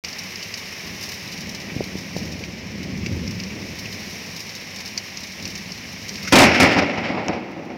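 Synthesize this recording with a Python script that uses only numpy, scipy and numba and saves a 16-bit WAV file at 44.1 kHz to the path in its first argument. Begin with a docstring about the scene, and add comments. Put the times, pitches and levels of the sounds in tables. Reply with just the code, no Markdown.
"""Heavy rain washes over an open field, heard under a roof edge where fat drops splash close by.
Far thunder, worn down by the air, rolls and thumps. Near 6.2 s thin branches of a discharge sizzle;
then lightning hits the trees across the field: a tearing crack that overloads the microphone,
more claps from the kinks of the channel, and a darkening roll.
The gain control ducks under the crack and holds the rain down to the end."""
import sys
import numpy as np
from scipy import signal
from scipy.fft import rfft, irfft
from scipy.io import wavfile
from numba import njit

SR = 44100
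rng = np.random.default_rng(int(sys.argv[2]) if len(sys.argv) > 2 else 0)


def put_to_file(sound):
    """Save the sound as 16-bit audio at rate SR, in the file named by the first command-line argument."""
    columns = np.atleast_2d(sound).T  # one column per channel
    safe = np.clip(columns, -1, 1)
    whole_steps = np.round(safe * 32767)
    wavfile.write(sys.argv[1], SR, whole_steps.astype(np.int16))


N = 342657

# spectra of the boom, the tearing and the overload crackle: freq_hz, relative_db
BOOM_SPECTRUM = [(15, -62), (25, -34), (43, -38.5), (86, -6), (129, -9.5), (261, 0), (362, -6), (444, -9.5),
                 (575, -3.5), (659, -9.5), (730, -4.5), (1050, -14), (1500, -24), (1950, -39), (3300, -120)]
TEAR_SPECTRUM = [(760, -41.5), (1300, -5.5), (1530, -8), (2200, 0.5), (2650, -4.5), (2780, -6.5),
                 (3140, -12.5), (3430, -16.5), (5400, -18), (5720, -15), (6560, -30), (9000, -49.5),
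                 (11700, -53), (19800, -120)]
OVERLOAD_SPECTRUM = [(6000, 8), (8000, -3.5), (11000, -4.5), (15500, -10)]
# claps from the kinks of the channel: crest_s, relative_db, rise_s, fade_s, tear_share_db
CHANNEL_CLAPS = [(6.328, -5, 0.00094, 0.045, -2.5), (6.356, -2, 0.0011, 0.031, -4.5),
                 (6.386, -8, 0.0012, 0.093, 1.5), (6.435, -6.5, 0.079, 0.033, -7),
                 (6.548, -24, 0.0052, 0.043, 11), (6.6004, -10.5, .0004, 0.039, 4),
                 (6.63, -8.5, 0.013, 0.057, -1.5), (6.725, -21, 0.031, .05, 5.5),
                 (6.768, -12, 0.0058, 0.041, -9), (6.79, -18.5, 0.0091, 0.012, 7),
                 (6.822, -13, 0.0028, 0.019, -6.5), (6.897, -21, 0.0026, 0.012, -6),
                 (6.982, -19, 0.0057, 0.012, -4.5), (7.045, -24.5, 0.015, 0.1, 0),
                 (7.105, -20, .004, 0.0077, -13), (7.17, -21.5, 0.027, 0.08, -18),
                 (7.2835, -18, 0.00011, 0.0011, 8.5), (7.296, -17.5, 0.016, 0.019, -11),
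                 (7.33, -23, .006, 0.048, -7.5), (7.703, -34, .004, 0.051, -5)]

def strike(start_s=6.324, gain_db=16.0, sharp_rise_s=0.01):
    """Each kink of the channel sends its own shock: booming, tearing claps over a fading roll."""
    age_s = np.arange(N) / SR - start_s
    onset = np.clip(age_s / 0.0024, 0, 1)
    # the roll comes from ever higher up the channel; the air takes its treble first
    boom_fade_db_per_s, tear_fade_db_per_s = 12.5, 19.5
    boom_power = undb(-19 - boom_fade_db_per_s * age_s) ** 2
    tear_power = undb(-15.5 - tear_fade_db_per_s * age_s) ** 2
    front_power = 0
    for crest_s, level_db, rise_s, fade_s, tear_share_db in CHANNEL_CLAPS:
        clap_power = surge(crest_s, level_db, rise_s, fade_s)
        rip_power = clap_power * undb(tear_share_db) ** 2
        boom_power += clap_power
        tear_power += rip_power
        front_power += rip_power / (1 + (rise_s / sharp_rise_s) ** 2)
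    boom_env, tear_env, front_env = (onset * np.sqrt(p) for p in (boom_power, tear_power, front_power))
    clicks = impacts(rate_per_s=3000, spread_db=1.0)
    shocks = unit(clicks + 1.1 * spatter(rate_per_s=560, spread_db=-1.5, fade_s=0.015))
    boom = boom_env * colour(impacts(rate_per_s=3100, spread_db=1.7), BOOM_SPECTRUM)
    tear = tear_env * colour(shocks, TEAR_SPECTRUM)
    # direct fronts keep their treble
    snap = front_env * unit(band(shocks, 5390, 5990))
    # fine overload crackle on the loudest claps; it dies first as the level falls
    crackle = tear_env ** 2.6 * colour(shocks, OVERLOAD_SPECTRUM)
    # dull echoes off the land outlast the direct shocks
    echoes = boom_env ** 0.39 * unit(band(impacts(rate_per_s=900, spread_db=4.0), 180, 384))
    mix = undb(1.6) * boom + tear + undb(-9) * snap + undb(-3) * crackle + undb(-20.5) * echoes
    return undb(gain_db) * mix


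# spurts of sizzle: crest_s, level_db
SIZZLE_SPURTS = [(6.185, -33), (6.252, -31.5), (6.28, -22), (6.324, -22)]

def sizzle(rise_s=0.0061, fade_s=0.011):
    """The nearest thin branches of the discharge crackle in spurts just ahead of the main shock."""
    crackle = spatter(rate_per_s=1100, spread_db=-1.5, fade_s=0.0041)
    power = sum(surge(crest_s, level_db, rise_s, fade_s) for crest_s, level_db in SIZZLE_SPURTS)
    return np.sqrt(power) * (colour(crackle, TEAR_SPECTRUM) + undb(-3) * colour(crackle, SPLASH_SPECTRUM))


# spectra of the far rumble and the growl above it: freq_hz, relative_db
RUMBLE_SPECTRUM = [(15, -57.5), (25, -31), (81, -6), (98, -1.5), (130, -8.5), (184, 1.5), (230, -4),
                   (330, -12.5), (502, -22), (549, -19), (637, -39), (900, -41), (1170, -42), (1980, -120)]
GROWL_SPECTRUM = [(280, -2.5), (400, -3), (600, -4), (900, -18)]
# swells of far thunder: crest_s, level_db, rise_s, fade_s, growl_share_db
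THUNDER_SWELLS = [(0.88, -40.5, 0.11, 0.22, -16), (1.72, -34, 0.54, 0.73, -10),
                  (2.2, -29.5, .04, 0.47, -10.5), (2.92, -28.5, 0.18, 0.17, -15),
                  (3.14, -24, 0.15, 0.3, -30), (3.58, -36, .1, .7, -6), (5.442, -32.3, 0.064, 0.15, -31),
                  (6.25, -38, 0.49, 0.35, -8.5), (7.55, -28, .15, .5, -5)]
# single far shocks: start_s, level_db, pitch_hz
THUNDER_THUMPS = [(1.7637, -10.5, 198), (1.807, -6, 418), (1.812, -15, 382), (1.954, -14.5, 273),
                  (2.165, -12, 537)]

def far_thunder(floor_db=-42.5):
    """Shocks from miles away, worn down by the air to a rolling rumble; a few arrive as single thumps."""
    rumble_power, growl_power = undb(floor_db) ** 2, 0
    for crest_s, level_db, rise_s, fade_s, growl_share_db in THUNDER_SWELLS:
        rumble_power += surge(crest_s, level_db, rise_s, fade_s)
        growl_power += surge(crest_s, level_db + growl_share_db, rise_s, fade_s)
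    rumble_env = np.sqrt(rumble_power)
    bass_env = undb(-5) * rumble_env ** 2 / rumble_env.max()  # bass swells faster than the rest
    rumble = rumble_env * colour(impacts(rate_per_s=700, spread_db=2.0), RUMBLE_SPECTRUM)
    bass = bass_env * unit(band(impacts(rate_per_s=760, spread_db=1.5), 65.5, 133, order=4))
    growl = np.sqrt(growl_power) * colour(impacts(rate_per_s=600, spread_db=-1.0), GROWL_SPECTRUM)
    thumps = np.zeros(N)
    for start_s, level_db, pitch_hz in THUNDER_THUMPS:
        cycles = np.arange(SR // 20) / SR * pitch_hz
        push_pull = np.sin(2 * np.pi * cycles) * np.exp(-(cycles / 0.68) ** 2)
        add(thumps, start_s, undb(level_db) * push_pull)
    return rumble + bass + growl + band(thumps, 63, 940)


# low and high microphone resonances that each drop sets ringing: centre_hz, width_hz
MIC_RESONANCES = [(2500, 820), (5250, 1400)]
# near drops, relative levels: hit_s, low_resonance_db, high_resonance_db
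ROOF_DROPS = [(0.0462, -32.5, -28), (0.0843, -43, -33), (0.128, -50, -32.5), (0.356, -39, -32.5),
              (0.426, -35, -33), (0.539, -34.5, -28), (1.547, -41, -34), (2.4374, -32.5, -39),
              (3.061, -28.5, -32.5), (3.2762, -42, -32), (3.3994, -36, -31), (3.4348, -48, -33.5),
              (3.8558, -31.5, -39), (4.787, -54, -36), (4.9762, -34, -21.5), (5.1714, -40, -30),
              (5.453, -37.5, -28.5), (5.553, -39, -33), (5.719, -51, -31), (6.0908, -38, -30),
              (6.1553, -36, -33)]

def roof_drops(slap_s=0.0013, scatter_s=0.007, gain_db=-9.5):
    """Fat drops from the roof edge: a slap as each flattens, a rebound, then droplets scatter."""
    out = np.zeros(N)
    t = np.arange(SR // 10) / SR - slap_s
    scatter = np.maximum(1 - np.exp(-t / slap_s), 0) * np.exp(-t / scatter_s)
    for hit_s, low_db, high_db in ROOF_DROPS:
        rebound_s = rng.uniform(0.003, 0.006)
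        slap, rebound = (np.exp(-np.abs(t - peak_s) / slap_s) for peak_s in (slap_s, rebound_s))
        burst = rng.standard_normal(len(t)) * (slap + 0.16 * rebound + scatter)
        mic_ring = sum(undb(level_db) * unit(band(burst, hz - width_hz / 2, hz + width_hz / 2))
                       for (hz, width_hz), level_db in zip(MIC_RESONANCES, (low_db, high_db)))
        tick = undb(high_db - 20) * unit(band(burst, 5900, 15000))
        add(out, hit_s - slap_s, mic_ring + tick)
    return undb(gain_db) * out


# spectra of the far wash, the near splashes and their spray: freq_hz, relative_db
WASH_SPECTRUM = [(210, -44.5), (350, -5), (421, -5.5), (543, -6.5), (858, -8), (956, -8.5), (1030, -8),
                 (1440, -12.5), (1910, -1.5), (2300, 1), (3600, -13), (4680, -83), (7920, -120)]
SPLASH_SPECTRUM = [(1760, -30), (3000, -6), (3320, -25.5), (3600, -7), (4720, -5), (5450, 0.5), (6020, -6),
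                   (7760, -24.5), (8500, -28.5), (11000, -41.5), (18700, -120)]
SPRAY_SPECTRUM = [(4410, -17), (7500, -14.5), (8420, -10.5), (9480, -6), (10700, -7.5), (12500, -3),
                  (13500, -2), (15800, -4)]
# gusts driving the rain towards the roof edge: time_s, strength_db
RAIN_GUSTS = [(0.25, 2), (0.7, 2.5), (1.08, 4), (1.5, -0.5), (2.25, -1.5), (2.65, -6.5), (3.55, -1.5),
              (4.15, 3.5), (4.65, -0.3), (5.5, 0.1), (5.9, -1), (6.2, 1)]

def rain(wash_db=-38.5, splash_db=-39, spray_db=-50.5, ease_db_per_s=0.21):
    """Far drops blend into a wash; near ones splash and throw spray. Gusts move the nearest most."""
    t = np.arange(N) / SR
    gust = undb(np.interp(t, *np.transpose(RAIN_GUSTS)))
    far = unit(rng.standard_normal(N) + 0.74 * spatter(rate_per_s=300, spread_db=0, fade_s=0.0078))
    near = rng.standard_normal(N) + 0.86 * spatter(rate_per_s=190, spread_db=6.0, fade_s=0.012)
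    near = unit(near + 0.32 * impacts(rate_per_s=690, spread_db=3.5))
    wash = undb(wash_db - ease_db_per_s * (t - t.mean())) * gust ** 0.29 * colour(far, WASH_SPECTRUM)
    splashes = undb(splash_db) * gust ** 0.56 * colour(near, SPLASH_SPECTRUM)
    spray = undb(spray_db) * gust * colour(near, SPRAY_SPECTRUM)
    # the microphone retreats indoors; the wall shades the splashes slightly
    indoors_s, retreat_s, shade_db = 7.0, 0.6, -0.5
    indoors = np.clip(1 + (t - indoors_s) / retreat_s, 0, 1)
    return wash + undb(shade_db * indoors) * splashes + spray


def impacts(rate_per_s, spread_db):
    """Randomly timed impulses of random size and sign; rms 1."""
    sizes = undb(spread_db * np.minimum(rng.exponential(size=N), 4))
    hits = rng.random(N) < rate_per_s / SR
    return unit(hits * sizes * rng.choice([-1, 1], N))


def spatter(rate_per_s, spread_db, fade_s):
    """Impacts that each burst into fading noise; rms 1."""
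    pole = np.exp(-2 / (fade_s * SR))
    power = signal.lfilter([1], [1, -pole], impacts(rate_per_s, spread_db) ** 2)
    return unit(np.sqrt(power) * rng.standard_normal(N))


def surge(crest_s, level_db, rise_s, fade_s):
    """Power envelope: exponential rise to a crest, exponential fade."""
    t = np.arange(N) / SR - crest_s
    decay = np.minimum(np.maximum(-t / rise_s, t / fade_s), 20)
    return (undb(level_db) * np.exp(-decay)) ** 2


def colour(x, spectrum, taps=4096, skirt_db_per_octave=30):
    """Minimum-phase filter through (freq_hz, relative_db) points, falling away beyond them; rms 1."""
    freq_hz, relative_db = np.transpose(spectrum)
    octaves = np.log2(np.maximum(np.arange(taps // 2 + 1) * SR / taps, 1))
    points = np.log2(freq_hz)
    octaves_outside = np.abs(octaves - np.clip(octaves, points[0], points[-1]))
    gain = undb(np.interp(octaves, points, relative_db) - skirt_db_per_octave * octaves_outside)
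    cepstrum = irfft(np.log(gain))
    cepstrum[1:taps // 2] *= 2
    cepstrum[taps // 2 + 1:] = 0
    response = irfft(np.exp(rfft(cepstrum)))
    return unit(signal.fftconvolve(x, response)[:N])


def band(x, lo_hz, hi_hz, order=2):
    """Causal band-pass."""
    return signal.sosfilt(signal.butter(order, [lo_hz, hi_hz], "band", fs=SR, output="sos"), x)


def add(out, start_s, sound):
    """Mix a short sound in at start_s."""
    i = int(start_s * SR)
    out[i:i + len(sound)] += sound[:N - i]


def undb(db):
    """Decibels to gain."""
    return 10 ** (np.asarray(db) / 20)


def unit(x):
    """Scale to rms 1."""
    return x / np.sqrt(np.mean(x ** 2))


@njit
def follow(rectified, attack_s, release_s):
    """Level follower with separate rise and fall times."""
    out, level = np.empty(len(rectified)), 0.
    for i in range(len(rectified)):
        lag_s = attack_s if rectified[i] > level else release_s
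        level += (rectified[i] - level) / (lag_s * SR)
        out[i] = level
    return out


def scene():
    """The whole storm at one microphone."""
    return (rain() + roof_drops() + far_thunder() + sizzle() + strike())[None]


def record(dry, start_s=0.038, threshold=0.19, max_duck_db=19.0, ceiling=0.66, collapse=1.0):
    """Gain control ducks under the crack and recovers slowly; peaks clip, the worst collapse to zero."""
    x = dry * (np.arange(N) / SR > start_s)
    level = follow(np.abs(x[0]), attack_s=0.005, release_s=3.0)
    x = x * np.clip(threshold / np.maximum(level, threshold), undb(-max_duck_db), 1)
    x = signal.resample_poly(x, 3, 1, axis=1)
    dropout_gain = 0.5 - 0.5 * np.tanh((np.abs(x) - collapse) / 0.1)
    x = np.clip(x, -ceiling, ceiling) * dropout_gain
    # the input stage rounds the edges and blocks the deepest bass
    x = signal.sosfilt(signal.butter(2, [25, 14000], "band", fs=3 * SR, output="sos"), x)
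    x = signal.resample_poly(x, 1, 3, axis=1)
    top_hz = 15850
    return signal.sosfilt(signal.ellip(10, 0.2, 80, top_hz, fs=SR, output="sos"), x)


dry = scene()
out = record(dry)
put_to_file(out)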